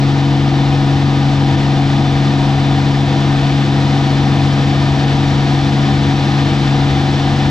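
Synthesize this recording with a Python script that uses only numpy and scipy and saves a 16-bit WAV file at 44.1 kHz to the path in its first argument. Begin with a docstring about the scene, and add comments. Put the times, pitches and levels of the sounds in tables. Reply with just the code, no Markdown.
"""A six-cylinder aircraft engine and its propeller drone at governed speed, heard inside the cockpit.
Tones at multiples of crankshaft speed make the drone; uneven cylinders add half orders.
Noise pulsed by the firings makes the exhaust rasp, ringing the cabin, and the airframe rumble.
Noise through canopy resonances makes the air rush, a little louder as the plane gathers speed.
Two microphone ports hear it, the bass in mono."""
import sys
import numpy as np
from scipy import signal
from scipy.fft import rfft, irfft, next_fast_len
from scipy.io import wavfile
from scipy.ndimage import uniform_filter1d, minimum_filter1d, map_coordinates

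SR = 44100
rng = np.random.default_rng(int(sys.argv[2]) if len(sys.argv) > 2 else 0)


def int16_out(signal):
    """Quantize to a 16-bit WAV file."""
    q = np.round(np.clip(np.atleast_2d(signal).T, -1, 1) * 32767)
    wavfile.write(sys.argv[1], SR, q.astype(np.int16))


N = 330750

FIRINGS_PER_TURN = 3  # six cylinders, four-stroke


def amp(db):
    """Decibels to gain."""
    return 10 ** (np.asarray(db) / 20)


def along(points, hz):
    """Each column after the frequency, interpolated on a log-frequency axis."""
    point_hz, *columns = np.transpose(points)
    return [np.interp(np.log(hz + 1), np.log(point_hz + 1), column) for column in columns]


def wobble(knots_per_s):
    """A smooth random curve through normally distributed knots."""
    knots = rng.standard_normal(1024)
    coarse = np.arange(0, N + 64, 64)
    values = map_coordinates(knots, [coarse * knots_per_s / SR], mode="wrap")
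    return np.interp(np.arange(N), coarse, values)


def filtered(x, response):
    """x times a complex response of frequency."""
    size = next_fast_len(N + 8192)
    hz = np.fft.rfftfreq(size, 1 / SR)
    return irfft(rfft(x, size) * response(hz), size)[..., :N]


def white():
    """Two unrelated noises of 0 dB per Hz."""
    return rng.standard_normal((2, N)) * np.sqrt(SR / 2)


def coloured(x, spectrum, resonances=()):
    """x through a broad spectrum with resonant humps on it."""
    def response(hz):
        level_db = along(spectrum, hz)[0]
        for centre_hz, width_hz, lift_db in resonances:
            level_db = level_db + lift_db / (1 + (2 * (hz - centre_hz) / width_hz) ** 2)
        return amp(level_db)
    return filtered(x, response)


def crank_turns():
    """Crankshaft angle in turns: the governed speed sags once and recovers."""
    # governed speed: time_s, speed_rpm
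    rpm_points = [(0, 2780), (1.1, 2780), (1.7, 2773.5), (5.3, 2783), (7.5, 2782)]
    time_s, speed_rpm = np.transpose(rpm_points)
    rpm = np.interp(np.arange(N) / SR, time_s, speed_rpm)
    return np.cumsum(rpm) / SR / 60


def drone(turns, drone_db, firing_waver_db, uneven_waver_db, high_waver_db,
          drift_rad, firing_smear_rad, uneven_smear_rad, uneven_lead_turns):
    """The firing beat is a steady pulse wave; orders between come from unequal cylinders and waver more."""
    # engine and propeller tones before drone_db and waver: order (multiple of crank speed), level_db (rms)
    order_levels = [(1, -35.5), (2, -29), (3, -14), (4, -48), (4.5, -25), (5, -33), (6, -21.5), (6.5, -47),
                    (7, -29.2), (7.5, -33.5), (8, -40.5), (9, -40.5), (10, -40), (11, -45.5), (11.5, -49.5),
                    (12, -51), (15, -38), (16.5, -39), (17, -43), (17.5, -40), (20.5, -41.5), (21, -43.5),
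                    (26.5, -49), (27, -46.5)]
    out = np.zeros(N)
    for order, db in order_levels:
        order = np.round(order * 2) / 2  # a four-stroke cycle lasts two turns
        waver, sway = wobble(5.5), wobble(8.3)
        angle = 2 * np.pi * order * turns + drift_rad * order * sway
        harmonic = order / FIRINGS_PER_TURN
        # the cabin smears each pulse: high orders arrive later than low ones
        if harmonic % 1 == 0:
            lag = firing_smear_rad * harmonic * (harmonic - 1)
            level_db = db + drone_db + firing_waver_db * harmonic * waver
        else:
            lag = uneven_smear_rad * order ** 2 - 2 * np.pi * order * uneven_lead_turns
            level_db = db + (uneven_waver_db + high_waver_db * order) * waver
        out += amp(level_db) * np.cos(angle - lag)
    return np.sqrt(2) * out  # rms to peak


def puffs(turns, depth):
    """Gas flow swells at each firing."""
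    return 1 + depth * np.cos(2 * np.pi * FIRINGS_PER_TURN * turns)


def exhaust(turns, flutter_db):
    """Puffs of turbulent gas ring the cabin, pulsing slightly with each turn of the propeller."""
    # rasp before resonances and airflow gain: freq_hz, level_db (per Hz)
    rasp_spectrum = [(150, -88), (400, -61.5), (560, -63), (660, -55), (800, -55), (900, -60.5),
                     (1100, -65.5), (1500, -71), (3000, -75.5), (8000, -120)]
    # cabin resonances: centre_hz, width_hz, lift_db
    cabin_modes = [(485, 45, 11.5), (762, 100, 7), (965, 82, 4.5), (1212, 80, 8)]
    propeller = 1 + 0.051 * np.cos(2 * np.pi * turns)
    gas = white() * puffs(turns, depth=0.039) * propeller
    gas *= amp(flutter_db * wobble(25))
    return coloured(gas, rasp_spectrum, cabin_modes)


def rumble(turns):
    """No two firings are alike: their scatter, as noise pulsed by the firings, shakes the airframe."""
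    # airframe rumble before airflow gain: freq_hz, level_db (per Hz)
    rumble_spectrum = [(8, -73.5), (20, -64), (35, -58.5), (56, -49), (85, -43.5), (115, -48.5), (170, -50),
                       (210, -48), (280, -50), (330, -49), (395, -61.5), (700, -80.5), (1500, -120)]
    return coloured(white() * puffs(turns, depth=0.2), rumble_spectrum)


def slipstream(air_db, flutter_db):
    """Turbulent air rushes over the canopy and excites its resonances."""
    # air rush before resonances and airflow gain: freq_hz, level_db (per Hz)
    air_spectrum = [(200, -90), (700, -61.5), (1300, -64), (1900, -64), (2600, -66.5), (3900, -64.5),
                    (4700, -68.5), (5750, -72.5), (6150, -77.5), (7500, -82.5), (9000, -92.5),
                    (10200, -101), (12300, -99), (15000, -113)]
    # canopy resonances: centre_hz, width_hz, lift_db
    canopy_modes = [(1788, 110, 4.5), (2294, 70, 3), (2503, 47, 5.5), (3030, 83, 5), (3506, 130, 5.5),
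                    (5820, 110, 2.5)]
    air = white() * amp(air_db + flutter_db * wobble(35))
    return coloured(air, air_spectrum, canopy_modes)


def ports(field):
    """Shared and unshared sound reach two microphone ports; in the bass both carry one signal."""
    # port pair: freq_hz, likeness (0-1), left_lead_rad, left_minus_right_db; first two unused in the bass
    port_pair = [(1020, 1, 0, 3), (1130, 1, 0.33, 1.5), (1330, .82, 1.45, 0), (1610, 0.6, 1.6, 2.5),
                 (1850, .8, 1.2, 4.5), (2200, .8, .7, 2.5), (2850, .83, 0.82, 1.5), (4000, 0.86, 0.73, -.5),
                 (6000, 0.74, 0.079, 0), (8050, 0.7, .2, -1), (9000, .8, 0, 3), (11000, .5, 0.27, 1.5)]

    def gains(hz, side):
        likeness, lead_rad, balance_db = along(port_pair, hz)
        stereo = hz > 1020
        turn_rad = stereo * np.arccos(np.clip(likeness, 0, 1)) / 2
        lead_rad = stereo * lead_rad
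        tilt = amp(balance_db / 2)
        # keeps the level of the sum
        centre = np.sqrt(tilt ** 2 + tilt ** -2 + 2 * np.cos(2 * turn_rad) * np.cos(lead_rad)) / 2
        mix = np.array([np.cos(turn_rad), side * np.sin(turn_rad)])
        return mix * (tilt * np.exp(0.5j * lead_rad)) ** side / centre

    left, right = [filtered(field, lambda hz: gains(hz, side)).sum(axis=0) for side in (1, -1)]
    return np.array([left, right])


def limiter(x, ceiling_db, hold_s):
    """The gain ducks smoothly around each peak that would pass the ceiling."""
    size = int(hold_s * SR) | 1
    peak = np.abs(x).max(axis=0) + 1e-9
    needed = np.minimum(1, amp(ceiling_db) / peak)
    return x * uniform_filter1d(minimum_filter1d(needed, size), size)


def scene():
    """One crankshaft drives tones, rasp and rumble; air rush, rumble and rasp grow with airflow."""
    t = np.arange(N) / SR
    turns = crank_turns()
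    # the plane gathers speed towards a limit
    air_start_db, air_limit_db, speed_up_s = -1.08, 2.5, 6.2
    air_db = air_limit_db + (air_start_db - air_limit_db) * np.exp(-t / speed_up_s)
    # the firing beat slowly eases
    drone_start_db, drone_ease_db_per_s = 0.74, 0.2
    drone_db = drone_start_db - drone_ease_db_per_s * t
    rumble_db_per_air_db, rasp_db_per_air_db = 1.4, 0.33

    field = slipstream(air_db, flutter_db=0.45)
    # more airspeed also shakes the airframe harder
    field += amp(rumble_db_per_air_db * air_db) * rumble(turns)
    field += amp(rasp_db_per_air_db * air_db) * exhaust(turns, flutter_db=0.15)
    # the tones go into the sound that both ports share
    field[0] += drone(turns, drone_db, firing_waver_db=0.2, uneven_waver_db=0.84, high_waver_db=0.1318,
                      drift_rad=0.016, firing_smear_rad=0.513, uneven_smear_rad=0.375,
                      uneven_lead_turns=0.3102)
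    return ports(field)


def record(dry):
    """Peaks are limited, then everything from the band limit up is removed."""
    top_hz = 15100
    limited = limiter(dry, ceiling_db=-2.5, hold_s=0.014)
    return filtered(limited, lambda hz: hz < top_hz)


dry = scene()
out = record(dry)
int16_out(out)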